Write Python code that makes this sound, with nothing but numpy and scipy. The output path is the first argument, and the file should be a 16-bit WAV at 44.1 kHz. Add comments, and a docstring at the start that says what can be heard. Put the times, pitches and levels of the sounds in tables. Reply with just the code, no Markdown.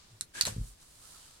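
"""A metal latch is worked on a wooden coop door, close by, outdoors at night.
Impacts excite its steel modes as it ticks and snaps open; sliding friction makes the bolt rub and
scrape clear. The planks knock in their damped modes and the door shudders free. Stick-slip motion
makes its edge and hinges squeak, and a sleeve swishes as the arm pulls, over quiet night air."""
import sys
import numpy as np
from scipy import signal
from scipy.fft import rfft, irfft
from scipy.io import wavfile
from scipy.ndimage import uniform_filter1d

SR = 44100
rng = np.random.default_rng(int(sys.argv[2]) if len(sys.argv) > 2 else 0)


def inscribe(sig):
    """Save sig as 16-bit PCM at rate SR to the path in sys.argv[1].

    A 1-D sig is mono; a 2-D sig holds one channel per row.
    Samples are clipped to [-1, 1] before scaling.
    """
    pcm = np.round(np.clip(np.atleast_2d(sig).T, -1, 1) * 32767)
    wavfile.write(sys.argv[1], SR, pcm.astype(np.int16))


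N = 61739
T = np.arange(N) / SR

# likeness of noise at the two ears: (frequency [Hz], coherence [0-1])
COHERENCE = [(60, 1), (150, 0.93), (350, 0.1), (4000, 0)]
# night air: (frequency [Hz], spectral density [dB])
AIR_SPECTRUM = [(45, 2.5), (115, -1), (180, -7), (350, -8.5), (800, -16), (2200, -17), (8000, -20),
                (15500, -28.5)]
# ring of the coop wall: (frequency [Hz], T60 [s])
WALL_DECAY = [(200, 0.26), (1500, 0.12), (4000, 0.11), (9000, 0.081), (15000, 0.2)]
# arm movement: (time [s], level [dB], left minus right [dB], treble gain [dB])
SLEEVE_MOTION = [(0, -56, -0.5, -24), (0.191, -63.5, 0.5, -5), (.28, -71, -3, -4), (.55, -55.5, 1.5, -5.5),
                 (0.687, -58.5, -3.5, 7), (0.768, -65.5, 1.5, -2.5), (0.824, -57, -1, -0.5),
                 (0.851, -61, -1, 1.5), (.93, -61, -1.5, 2), (1.1, -53.5, -2.5, 1.5), (1.25, -55, -1, -2),
                 (1.4, -59.5, -0.5, -4.5)]
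# rubbing cloth: (frequency [Hz], level [dB])
SLEEVE_SPECTRUM = [(200, -14), (1300, -3), (2200, -10.5), (4200, -1.5), (6000, -3.5), (7800, -0.5),
                   (9400, -1), (10700, -6), (15500, -18)]
# the door's edge groans, then squeaks at two spots; the hinges rub faintly:
# (start [s], duration [s], level [dB], start pitch [Hz], end pitch [Hz], rms waver [Hz])
SQUEAK_GLIDES = [(0.085, 0.11, -54.5, 130, 97, 40.2), (0.47, 0.01554, -36.5, 380, 1050, 129.4),
                 (0.472, 0.0208, -44, 900, 1352, 199), (1.009, 0.081, -63.5, 1285, 1316, 140),
                 (1.116, 0.077, -62, 1252, 1320, 120), (1.15, 0.18, -65.5, 2900, 3166, 189)]
# blows on the planks: (time [s], level [dB], contact time [s])
PLANK_BLOWS = [(0.221, -54, 0.0029), (0.433, -44, 0.0044), (0.4695, -41.5, 0.0011), (.484, -39.5, 0.002),
               (0.493, -40, 0.0034), (0.52, -39.5, 0.0063), (0.5632, -33.5, 0.003), (0.5806, -29, 0.0046),
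               (.6095, -34, 0.005)]
# door resonances: (frequency [Hz], level [dB], T60 [s])
DOOR_MODES = [(113.5, -3, 0.2), (150, -6.5, 0.13), (191.6, -2.5, 0.076), (249, -5.5, 0.06),
              (323, -15, 0.081), (438, -10, 0.11), (526, 3.5, 0.034), (730, -6, 0.037)]
# vibration of the freed door: (time [s], level [dB])
SHUDDER_ENVELOPE = [(.5135, -56), (.575, -39.5), (.610, -29.5), (.64, -36.5), (.668, -52.5), (.71, -48.5),
                    (.755, -63)]
# bolt sliding in its guide: (time [s], level [dB])
SLIDE_ENVELOPE = [(.332, -72), (.345, -49.5), (.356, -45), (.392, -40.5), (.408, -48), (.45, -55),
                  (.46, -61)]
# friction in the guide: (frequency [Hz], level [dB])
SLIDE_SPECTRUM = [(60, -2), (1100, -2.5), (4200, 0.5), (5600, -2.5), (7600, 1), (10500, -5), (12500, -15),
                  (16000, -30)]
# bolt resonances: (frequency [Hz], bandwidth [Hz], level [dB])
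BOLT_MODES = [(1617, 77, -4)]
# bolt clearing its keeper: (time [s], level [dB])
SCRAPE_ENVELOPE = [(.4525, -44), (.457, -43.5), (.468, -35), (.49, -39), (.51, -45), (.55, -55), (.62, -70)]
# friction at the keeper: (frequency [Hz], level [dB])
SCRAPE_SPECTRUM = [(300, -5), (1100, -0.5), (2200, -1.5), (4100, -3), (7500, 0), (8250, 4), (9000, -2.5),
                   (11500, -5.5), (15500, -24)]
# treble loss on indirect paths: (frequency [Hz], gain [dB])
INDIRECT_LOSS = [(9000, -0.5), (13000, -5)]
# reflections from nearby boards: (delay [s], left gain [dB], right gain [dB])
BOARD_ECHOES = [(.0024, -29, -20), (.0031, -15.5, -18), (.0047, -32, -20.5), (0.0123, -36, -19)]
# latch impacts, with one sharp return from the boards (0.4226 s, 3 ms after the 0.4194 s strike): (time [s],
# tick level [dB], ring level [dB], ring pitch [ratio], tick cutoff [Hz])
LATCH_STRIKES = [(0.21, -6.5, -24.5, 0.98, 11500), (0.4109, -1.5, -5, 1.067, 16400),
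                 (0.413, -7, -17, 1.45, 8500), (0.4194, -30, -16.5, 0.997, 9600),
                 (0.4226, -15.5, -20, 1.4, 10900), (0.4530, -10.5, -15.5, 0.978, 15400),
                 (0.4601, -14, -21, 1.004, 16000), (0.4686, -32, -18.5, 1.5, 10700)]
# metal meeting metal: (frequency [Hz], level [dB])
TICK_SPECTRUM = [(650, -26.5), (1000, -9.5), (1500, 0.5), (2600, -21.5), (4000, 6), (5200, 2), (8200, 9.5),
                 (8800, 4), (9800, 10), (10900, 2), (13200, -4), (15500, -12.5)]
# steel resonances: (frequency [Hz], level [dB], T60 [s])
LATCH_MODES = [(4320, -2.5, 0.0083), (4660, -13.5, 0.0068), (4360, -42, 0.05), (4834, -49, 0.05),
               (4230, -32, 0.1), (6150, -13.5, 0.013), (1770, -48, 0.0065)]


def amp(db):
    """Decibels to amplitude ratio."""
    return 10 ** (np.asarray(db) / 20)


def unit_rms(x):
    """Normalisation to unit power."""
    return x / np.sqrt(np.mean(x ** 2) + 1e-20)


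def at_frequency(points, hz):
    """Interpolation on a log-frequency axis."""
    knots, values = np.transpose(points)
    return np.interp(np.log(hz + 1), np.log(knots + 1), values)


def envelope(points):
    """Amplitude along a decibel curve, zero outside it."""
    times, db = np.transpose(points)[:2]
    return amp(np.interp(T, times, db)) * (T >= times[0]) * (T <= times[-1])


def delay(x, seconds):
    """Time shift, padded to the scene's length."""
    return np.concatenate([np.zeros(max(round(seconds * SR), 0)), x, np.zeros(N)])[:N]


def butterworth(x, kind, hz, order):
    """Maximally flat high-pass or low-pass filtering."""
    return signal.sosfilt(signal.butter(order, hz, kind, fs=SR, output="sos"), x)


def colour(x, spectrum):
    """Minimum-phase filtering: the phase follows from the log magnitude."""
    hz = abs(np.fft.fftfreq(2048, 1 / SR))
    log_gain = np.log(amp(at_frequency(spectrum, hz)))
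    response = np.exp(np.conj(signal.hilbert(log_gain)))
    taps = np.fft.ifft(response).real[:1024]
    return signal.fftconvolve(x, taps)[:len(x)]


def ring(modes, ratio=1):
    """Modal superposition: a struck body sounds as a sum of damped sinusoids."""
    t = T[:SR // 2]
    return sum(amp(db - 60 * t / t60) * np.sin(2 * np.pi * hz * ratio * t) for hz, db, t60 in modes)


def diffuse(noise_pair, spectrum):
    """Coloured noise with interaural coherence: long waves reach both ears alike."""
    hz = np.fft.rfftfreq(N, 1 / SR)
    coherence = at_frequency(COHERENCE, hz)
    mid, side = rfft(noise_pair) * np.sqrt([1 + coherence, 1 - coherence])
    ears = np.array([mid + side, mid - side])
    return unit_rms(irfft(ears * amp(at_frequency(spectrum, hz)), N))


def friction(slips_per_s, uneven_db, smooth_gain):
    """Friction noise: a Poisson train of tiny, uneven slips over a smooth rub."""
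    sizes = amp(uneven_db * np.minimum(rng.exponential(1, N), 4))
    slipping = rng.random(N) < slips_per_s / SR
    slips = unit_rms(sizes * slipping * rng.standard_normal((2, N)))
    return slips + smooth_gain * rng.standard_normal((2, N))


def night_air():
    """Stationary ambient noise, strongest in the bass."""
    return amp(-63) * diffuse(rng.standard_normal((2, N)), AIR_SPECTRUM)


def wall_tail(x, onset_s=0.00028):
    """Reverberation from the boards: each band decays exponentially, in a tail unique to each ear."""
    hz, t, bands = signal.stft(rng.standard_normal((2, SR // 3)), SR, nperseg=128)
    decay = amp(-60 * t / at_frequency(WALL_DECAY, hz)[:, None])
    _, tail = signal.istft(bands * decay, SR, nperseg=128)
    tail *= np.minimum(T[:tail.shape[1]] / onset_s, 1)
    return signal.fftconvolve(x[None], tail / np.linalg.norm(tail[0]), axes=1)[:, :N]


def sleeve():
    """Friction of cloth on cloth gives broadband noise, brighter in the arm's quick stroke."""
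    times, _, pan_db, treble_db = np.transpose(SLEEVE_MOTION)
    left_db = np.interp(T, times, pan_db) / 2
    cloth = diffuse(friction(slips_per_s=2500, uneven_db=3.5, smooth_gain=1.68), SLEEVE_SPECTRUM)
    treble = signal.sosfiltfilt(signal.butter(2, 7500, "high", fs=SR, output="sos"), cloth)
    treble_gain = amp(np.interp(T, times, treble_db))
    return envelope(SLEEVE_MOTION) * amp([left_db, -left_db]) * (cloth + (treble_gain - 1) * treble)


def squeaks():
    """Stick-slip oscillation of dry surfaces: unsteady tones that swell, glide and fade."""
    tones = np.zeros(N)
    for start, duration, db, start_hz, end_hz, waver_hz in SQUEAK_GLIDES:
        progress = np.clip((T - start) / duration, 0, 1)
        waver = unit_rms(uniform_filter1d(rng.standard_normal(N), size=40))
        hz = start_hz + (end_hz - start_hz) * progress + waver_hz * waver
        swell = np.sin(np.pi * progress) ** 2
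        tones += amp(db) * swell * np.sin(2 * np.pi * np.cumsum(hz) / SR)
    return tones


def door(shudder_hz=46.26):
    """Impact excitation: longer contacts drive only the low plank modes. The freed door shudders."""
    force = np.zeros(N)
    for start, db, contact_s in PLANK_BLOWS:
        pulse = np.sin(np.pi * np.minimum(T[:2048] / contact_s, 1)) ** 2
        force += amp(db) * delay(pulse / pulse.sum(), start)
    vibration = signal.fftconvolve(force, ring(DOOR_MODES))[:N]
    planks = butterworth(vibration, "high", hz=40.7, order=4)
    since_freed = T - SHUDDER_ENVELOPE[0][0]
    shudder = envelope(SHUDDER_ENVELOPE) * np.sin(2 * np.pi * shudder_hz * since_freed)
    tail = amp(1.5) * wall_tail(butterworth(planks, "high", hz=333, order=2))
    return planks + shudder + tail


def bolt():
    """Sliding friction drives the bolt's resonance in its guide; it then scrapes past the keeper."""
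    rub = friction(slips_per_s=3000, uneven_db=1, smooth_gain=0.96)
    slide = diffuse(rub, SLIDE_SPECTRUM)
    for hz, bandwidth, db in BOLT_MODES:
        resonator = signal.iirpeak(hz, hz / bandwidth, SR)
        slide += amp(db) * unit_rms(signal.lfilter(*resonator, rub))
    scrape = diffuse(friction(slips_per_s=2500, uneven_db=0.5, smooth_gain=1.0), SCRAPE_SPECTRUM)
    return envelope(SLIDE_ENVELOPE) * slide + envelope(SCRAPE_ENVELOPE) * scrape


def latch(left_lag_s=0.00022, left_shadow_db=-3):
    """Impacts tick and excite steel modes; interaural time and level cues place them on the right."""
    tick = colour(signal.unit_impulse(1024), TICK_SPECTRUM)
    strikes = np.zeros(N)
    for start, tick_db, ring_db, ratio, cutoff_hz in LATCH_STRIKES:
        strikes += amp(tick_db) * delay(butterworth(tick, "low", cutoff_hz, order=4), start)
        strikes += amp(ring_db) * delay(ring(LATCH_MODES, ratio), start)
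    direct = butterworth(strikes, "high", hz=970, order=4)  # a small body radiates little bass
    indirect = colour(direct, INDIRECT_LOSS)
    ears = np.array([amp(left_shadow_db) * delay(indirect, left_lag_s), direct])
    for lag_s, left_db, right_db in BOARD_ECHOES:
        ears += np.outer(amp([left_db, right_db]), delay(indirect, lag_s))
    return ears + amp(-4.5) * wall_tail(indirect)


def scene():
    """Linear superposition: the pressures of all sources add at each ear."""
    return latch() + bolt() + door() + squeaks() + sleeve() + night_air()


def record(dry, cutoff_hz=16100):
    """Band limiting by a linear-phase low-pass filter."""
    taps = signal.firwin(511, cutoff_hz, window=("kaiser", 9), fs=SR)
    return signal.oaconvolve(dry, taps[None], "same")


dry = scene()
out = record(dry)
inscribe(out)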